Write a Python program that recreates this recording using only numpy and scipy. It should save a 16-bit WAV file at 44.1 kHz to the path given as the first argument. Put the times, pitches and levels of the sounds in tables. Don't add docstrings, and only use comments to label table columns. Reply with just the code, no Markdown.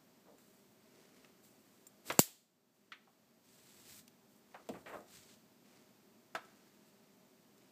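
import sys
import numpy as np
from scipy import signal
from scipy.fft import rfft, irfft
from scipy.io import wavfile
from scipy.ndimage import uniform_filter1d, minimum_filter1d

SR = 44100
rng = np.random.default_rng(int(sys.argv[2]) if len(sys.argv) > 2 else 0)


def wrap_up_sound(samples):
    columns = np.atleast_2d(samples).T
    tamed = np.clip(columns, -1, 1)
    steps = np.round(tamed * 32767).astype(np.int16)
    wavfile.write(sys.argv[1], SR, steps)


N = 340011
TIME = np.arange(N) / SR
RING_TIME = TIME[:SR // 2]


def gain_of(db):
    return 10 ** (np.asarray(db) / 20)


def unit_level(x):
    return x / np.sqrt(np.mean(x ** 2) + 1e-20)


def look_up(table, hz):
    pitch_hz, value = np.transpose(table)
    return np.interp(np.log(hz + 1), np.log(pitch_hz + 1), value)


def add(mix, start_s, sound):
    part = mix[round(start_s * SR):][:len(sound)]
    part += sound[:len(part)]


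def coloured(x, tone):
    gains = gain_of(look_up(tone, np.fft.rfftfreq(len(x), 1 / SR)))
    return unit_level(irfft(rfft(x) * gains, len(x)))


def keep_side(x, hz, side, order=2):
    return signal.sosfilt(signal.butter(order, min(hz, SR / 2 - 1), side, fs=SR, output="sos"), x)


def dying(decay_s):
    return np.exp(-np.log(1000) * RING_TIME / decay_s)


def ring(notes):
    return sum(gain_of(db) * dying(decay_s) * np.sin(2 * np.pi * hz * RING_TIME)
               for hz, db, decay_s in notes)


def scatter(spacing=8):
    clicks = np.zeros(len(RING_TIME))
    slots = np.arange(0, len(clicks) - spacing, spacing)
    clicks[slots + rng.integers(0, spacing, len(slots))] = rng.choice([-1., 1.], len(slots))
    return unit_level(clicks)


def slips(per_s, spread_db):
    size = gain_of(spread_db * np.minimum(rng.exponential(1, N), 4))
    return unit_level(size * rng.standard_normal(N) * (rng.random(N) < per_s / SR))


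def stroke(start_s, length_s, end_db, swell_db, fade_s, attack_s=.035):
    t = np.maximum(TIME - start_s, 0)
    swelling_db = swell_db * (np.minimum(t / length_s, 1) - 1)
    fading_db = 20 * np.maximum(t - length_s, 0) / fade_s
    return np.minimum(t / attack_s, 1) * gain_of(end_db + swelling_db - fading_db)


# pitch_hz, level_db
NOISE_TONE = [(20, -51), (55, -33.5), (85, -21), (120, -8.5), (200, -8), (290, -11), (460, -11.5),
              (900, -15), (1500, -19.5), (3000, -22.5), (8000, -24), (10000, -31.5), (13000, -24.5),
              (15300, -25)]
# pitch_hz, width_hz, level_db
NOISE_PEAKS = [(202.68, 18, -76.5), (243.24, 40, -74), (344.7, 29, -81), (388.97, 18, -79),
               (630.4, 22, -82), (4600, 260, -90)]
def room_noise(level_db=-69.5):
    out = gain_of(level_db) * coloured(rng.standard_normal(N), NOISE_TONE)
    hz = np.fft.rfftfreq(N, 1 / SR)
    for pitch_hz, width_hz, db in NOISE_PEAKS:
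        peak = rfft(rng.standard_normal(N)) / (1 + ((hz - pitch_hz) / width_hz) ** 2)
        out += gain_of(db) * unit_level(irfft(peak, N))
    return out


# pitch_hz, decay_s
ECHO_TIMES = [(250, .52), (1000, .47), (2500, .44), (4600, .52), (8000, .47), (14000, .46)]
def room_decay(x):
    hz, t, bands = signal.stft(x, SR, nperseg=256)
    fade = np.exp(-np.log(1000) * t / look_up(ECHO_TIMES, hz)[:, None])
    return signal.istft(bands * fade, SR, nperseg=256)[1][:len(x)]


# pitch_hz, level_db
THRUM_TONE = [(35, -45), (68, -8), (110, -2), (180, -1), (260, -5), (500, -31), (2000, -70)]
def rope_thrum(pulling, pull_db=-10.5, lag_s=.015, knock_db=-17.5, heavy_hz=170):
    loudness = gain_of(pull_db) * np.interp(TIME - lag_s, TIME, pulling)
    for start_s, db, low_hz, *_ in DOOR_KNOCKS:
        lighter_db = 15 * np.log2(low_hz / heavy_hz)
        add(loudness, start_s, gain_of(db + knock_db - lighter_db) * dying(decay_s=.33))
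    return coloured(rng.standard_normal(N), THRUM_TONE) * loudness


# start_s, length_s, end_db, swell_db, fade_s, tightness (0 to 1)
ROPE_PULLS = [(0.362, 0.1888, -74.5, -1.5, 0.3521, 0.26), (1.415, 0.02864, -63.5, 4, 0.1194, 0.2),
              (1.481, 0.339, -76, 2.5, 0.233, 0.07), (2.035, 0.0508, -50.5, 15, 0.1529, .3),
              (2.72, .04, -74, 2, 0.1735, .2), (3.424, 0.4566, -61.5, 7, 0.1151, 0.53),
              (3.865, 0.12997, -57, -2, 0.04, .42), (4.27, .12, -75, 2.5, 0.0491, .1),
              (4.689, 0.036, -68.5, 2, 0.3443, 0.23), (4.846, 0.1022, -64.5, 4.5, 0.134, 0.28),
              (5.05, 0.0977, -58, 13, 0.2238, 0.67), (5.249, 0.09605, -66.5, 0, 0.0369, 0.92),
              (6.84, .06, -74, 3, 0.0019, .2)]
# pitch_hz, level_db
SLIDE_TONE = [(50, -26.5), (120, -12.5), (250, -13), (700, -7.5), (1800, -3), (3000, -1.7257), (4600, 1),
              (5400, -1), (7150, 1.5), (7600, 5.5), (8700, 1), (10000, -5.5), (12000, -1.5), (15300, -2.5)]
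# start_s, length_s, end_db, swell_db, fade_s
HAND_MOVES = [(0.781, 0.2258, -68, 10.5, 0.4446), (1.118, 0.0572, -69.5, 2, 0.4648),
              (1.5, .3, -77.5, 2, 0.4014), (2.03, .055, -57.5, 12, 0.1417), (2.74, .14, -78, 1, 0.1482),
              (3.552, 0.3302, -69.5, 4.5, 0.0133), (4.48, 0.1957, -72, 0, .2),
              (5.62, .13, -68.5, 7, 0.3791), (6.399, 0.0869, -70.5, 2, 1.2716),
              (7.54, .16, -76.5, 2.5, 0.5187)]
# pitch_hz, level_db
RUSTLE_TONE = [(100, -8.5), (350, 10), (900, -4.5), (2200, -1), (3500, -7.5), (4600, -5), (8000, -8.5),
               (10000, -13.5), (15000, -19.5)]
def rope(uneven_db=1.1955, slack_hz=7986, tight_hz=6700):
    pull_power = np.array([stroke(*row[:-1]) for row in ROPE_PULLS]) ** 2
    tightness = np.clip([row[-1] for row in ROPE_PULLS], 0, 1)
    handling = np.linalg.norm([stroke(*row) for row in HAND_MOVES], axis=0)
    catching = unit_level(keep_side(rng.standard_normal(N), 35, "low"))
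    fibres = coloured(slips(per_s=18000, spread_db=1.3), SLIDE_TONE)
    weave = coloured(slips(per_s=9000, spread_db=2.2), SLIDE_TONE)
    rustle = coloured(slips(per_s=6000, spread_db=2.5), RUSTLE_TONE) * handling
    hiss = unit_level(keep_side(fibres, slack_hz, "high")) * np.sqrt((1 - tightness) @ pull_power)
    rasp = unit_level(keep_side(weave, tight_hz, "low")) * np.sqrt(tightness @ pull_power)
    thrum = rope_thrum(np.sqrt(pull_power.sum(0)))
    return gain_of(uneven_db * catching) * (hiss + rasp + rustle) + thrum


# pitch_hz, level_db, decay_s
DOOR_NOTES = [(239, -3, 0.11), (343, -3, 0.14), (493.03, -3, .14), (657, -2, .12), (712.47, -1, .1),
              (1200, -13, .05), (1560, -5, .06), (1310, 4.5, .065), (1640.8, -3, .08), (2107, -7, 0.06),
              (2290, -8, .1), (2466, -9, .11), (2853, -10, .1), (3494, -14, .07)]
def door_ring():
    return ring(DOOR_NOTES)


# start_s, length_s, end_db, swell_db, fade_s, first_brightness_hz
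DOOR_DRAGS = [(0.253, 0.03412, -62.5, 12.5, 0.1344, 1152), (4.733, 0.0314, -57, 3, 0.0519, 2596),
              (4.858, .06, -52.5, -1, .09, 2750), (4.925, .028, -48.5, 8, .075, 1750)]
# pitch_hz, level_db
SCRAPE_TONE = [(30, -50), (100, -30), (300, -0.5), (600, 6.5), (1000, 1), (2300, 1.5), (5000, -4)]
def drags(panel_db=-17, dulling_octaves_per_s=10.319, attack_s=.004906):
    rubbing = slips(per_s=7000, spread_db=1)
    panel = unit_level(signal.oaconvolve(rubbing, door_ring())[:N])
    wood = coloured(rubbing, SCRAPE_TONE) + gain_of(panel_db) * panel
    out = np.zeros(N)
    for start_s, *shape, first_hz in DOOR_DRAGS:
        hz, t, bands = signal.stft(wood[round(start_s * SR):][:len(RING_TIME)], SR, nperseg=256)
        bright_hz = first_hz / 2 ** (dulling_octaves_per_s * t)
        dulling = 1 / np.sqrt(1 + (hz[:, None] / bright_hz) ** 6)
        dulling /= np.sqrt(np.mean(abs(bands) ** 2, axis=1) @ dulling ** 2)
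        scrape = np.zeros(N)
        add(scrape, start_s, unit_level(signal.istft(bands * dulling, SR, nperseg=256)[1]))
        out += scrape * stroke(start_s, *shape, attack_s)
    return out


# start_s, level_db, low_hz, high_hz, decay_s, ring_db, slap_db
DOOR_KNOCKS = [(.381, -69.5, 500.4, 2401, 0.1134, -9, -22.5), (1.246, -52, 1392, 2901, 0.0181, -6, -2),
               (2.1, -30.5, 430, 2330, .082, -10.5, -10), (2.141, -48.5, 280, 1190, .07, -3, -21.5),
               (2.275, -57, 400, 1000, 0.1445, -8, -22), (2.9193, -40, 1330, 2363, 0.11104, -14, -15.5),
               (3.071, -62, 729, 970, 0.15, -17.5, -22.5),
               (4.5435, -47.5, 529.1, 1428, 0.14255, -14.5, -17),
               (4.597, -57.5, 394.8, 1158, 0.0796, 4.5, -25.5),
               (4.6891, -37, 151.3, 569.3, 0.144, -2.5, -14), (4.743, -52.5, 220, 909.8, 0.257, -8.5, -18),
               (6.3495, -34.5, 660.2, 1649, 0.1225, 2.5, -4.5)]
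# pitch_hz, level_db
SLAP_TONE = [(30, -30), (90, -11), (260, 8), (800, -1.5), (1900, -1), (2400, 3), (3800, 1), (5000, -5.5),
             (7800, -10), (10000, -16.5), (15000, -19)]
def knocks(rise_s=.0005, slap_share=.73):
    out, panel = np.zeros(N), door_ring()
    for start_s, db, low_hz, high_hz, decay_s, ring_db, slap_db in DOOR_KNOCKS:
        fade = dying(decay_s)
        above_low = [keep_side(x, low_hz, "high", order=4) for x in (scatter() * fade, panel)]
        rattle, notes = [unit_level(keep_side(x, high_hz, "low", order=3)) for x in above_low]
        slap = unit_level(coloured(scatter(), SLAP_TONE) * dying(slap_share * decay_s))
        blow = rattle + gain_of(ring_db) * notes + gain_of(slap_db) * slap
        blow *= 1 - np.exp(-RING_TIME / rise_s)
        add(out, start_s, gain_of(db) * unit_level(blow) * np.sqrt(np.mean(fade ** 2)))
    return out


# pitch_hz, level_db, decay_s
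METAL_NOTES = [(7180, -2, .03), (7390, 0, .04), (8446, -8, .065), (9157, -9, .035), (9680, -10, .04),
               (10600, -14, .035), (11300, -13, .04), (13260, -11, .05), (14250, -14, .05),
               (15150, -7, .05)]
# start_s, ring_db, tick_db
METAL_TOUCHES = [(.384, -65.5, -76.5), (1.44, -81.5, -67.5), (1.8686, -51, -61), (2.1226, -47, -39.5),
                 (4.079, -79, -51), (4.689, -56, -48), (5.0056, -70, -62), (5.339, -84, -59),
                 (6.45, -70, -64), (7.58, -72, -67)]
# pitch_hz, level_db
TICK_TONE = [(500, -16), (1700, -9), (2500, 0), (4700, 0), (8000, -4), (10000, -6.5), (14000, -6.5)]
def clinks(tick_decay_s=.019):
    out, body = np.zeros(N), ring(METAL_NOTES)
    for start_s, ring_db, tick_db in METAL_TOUCHES:
        tick = coloured(scatter(spacing=4), TICK_TONE) * dying(tick_decay_s)
        add(out, start_s, gain_of(ring_db) * body + gain_of(tick_db) * tick)
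    return out


# start_s, level_db
GATE_HITS = [(2.1913, -19.5), (2.1924, -1.5)]
# pitch_hz, level_db, decay_s
GATE_NOTES = [(2300, -14, 0.005), (2870, -10, 0.0086), (4720, -6.5, 0.0061), (6298.4, -7, 0.0033),
              (7230, -5.5, .007), (7460, -6, .007), (11250, -14.5, .012), (13300, -11.5, .014),
              (13650, -9.5, .013), (14880, -11.5, .01)]
# pitch_hz, level_db
SPRAY_TONE = [(60, -46), (250, -26.5), (1250, -25.5), (1550, -12), (3000, -9.5), (4700, -3.5), (6100, -5),
              (7550, 3.5), (8600, -2.5), (10600, -6.5), (11150, 2), (12200, -2), (13600, 1), (15300, -1.5)]
# pitch_hz, level_db
SNAP_ECHO_TONE = [(60, -24.5), (300, 1), (1200, -5), (3500, 5), (6000, 0), (7500, 8), (9500, -3.5),
                  (14000, -0.5)]
def gate_snap(crack_db=3, ring_db=-26, bounce_s=.0077, bounce_db=-12, room_db=-34, push_db=7):
    (graze_s, graze_db), (blow_s, blow_db) = GATE_HITS
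    crack = gain_of(crack_db) * ring(GATE_NOTES)
    blow = crack + gain_of(ring_db) * ring(METAL_NOTES)
    add(blow, bounce_s, gain_of(bounce_db) * keep_side(crack, 4000, "high"))
    spray_fade = gain_of(-11) * dying(decay_s=.064) + gain_of(-19) * dying(decay_s=.2)
    blow += coloured(scatter(spacing=4), SPRAY_TONE) * spray_fade
    blow += gain_of(room_db) * room_decay(coloured(scatter(), SNAP_ECHO_TONE))
    pulse = keep_side(-np.exp(-RING_TIME / .0018), 1300, "low")
    push = keep_side(pulse, 170, "high", order=4)
    add(blow, .0002, gain_of(push_db) * push)
    out = np.zeros(N)
    add(out, graze_s, gain_of(graze_db) * crack)
    add(out, blow_s, gain_of(blow_db) * blow)
    return out


def scene(far_echo_db=-14, near_echo_db=-19):
    near = clinks()
    far = keep_side(knocks() + drags() + rope(), 55, "high")
    tail = room_decay(scatter(spacing=16)) * (RING_TIME > .007)
    into_room = gain_of(far_echo_db) * far + gain_of(near_echo_db) * near
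    echoes = signal.oaconvolve(into_room, tail / np.linalg.norm(tail))[:N]
    return (near + far + echoes + gate_snap() + room_noise())[None]


def record(dry, limit_db=-14, hold_s=.32134, recover_s=.61936, ceiling=.93, top_hz=15300):
    power_db = 10 * np.log10(abs(uniform_filter1d(dry[0] ** 2, size=220)) + 1e-12)
    hold = int(hold_s * SR)
    needed_db = np.minimum(limit_db - power_db, 0)
    held_db = -minimum_filter1d(needed_db, hold, origin=(hold - 1) // 2)
    release = np.exp(-TIME / recover_s)
    drop_db = np.maximum.accumulate(held_db / release) * release
    turned_down = dry / gain_of(uniform_filter1d(drop_db, size=40))
    rounded = ceiling * np.tanh(turned_down / ceiling)
    treble_cut = signal.firwin(511, top_hz, window=("kaiser", 9), fs=SR)
    return signal.oaconvolve(rounded, treble_cut[None], "same")


dry = scene()
out = record(dry)
wrap_up_sound(out)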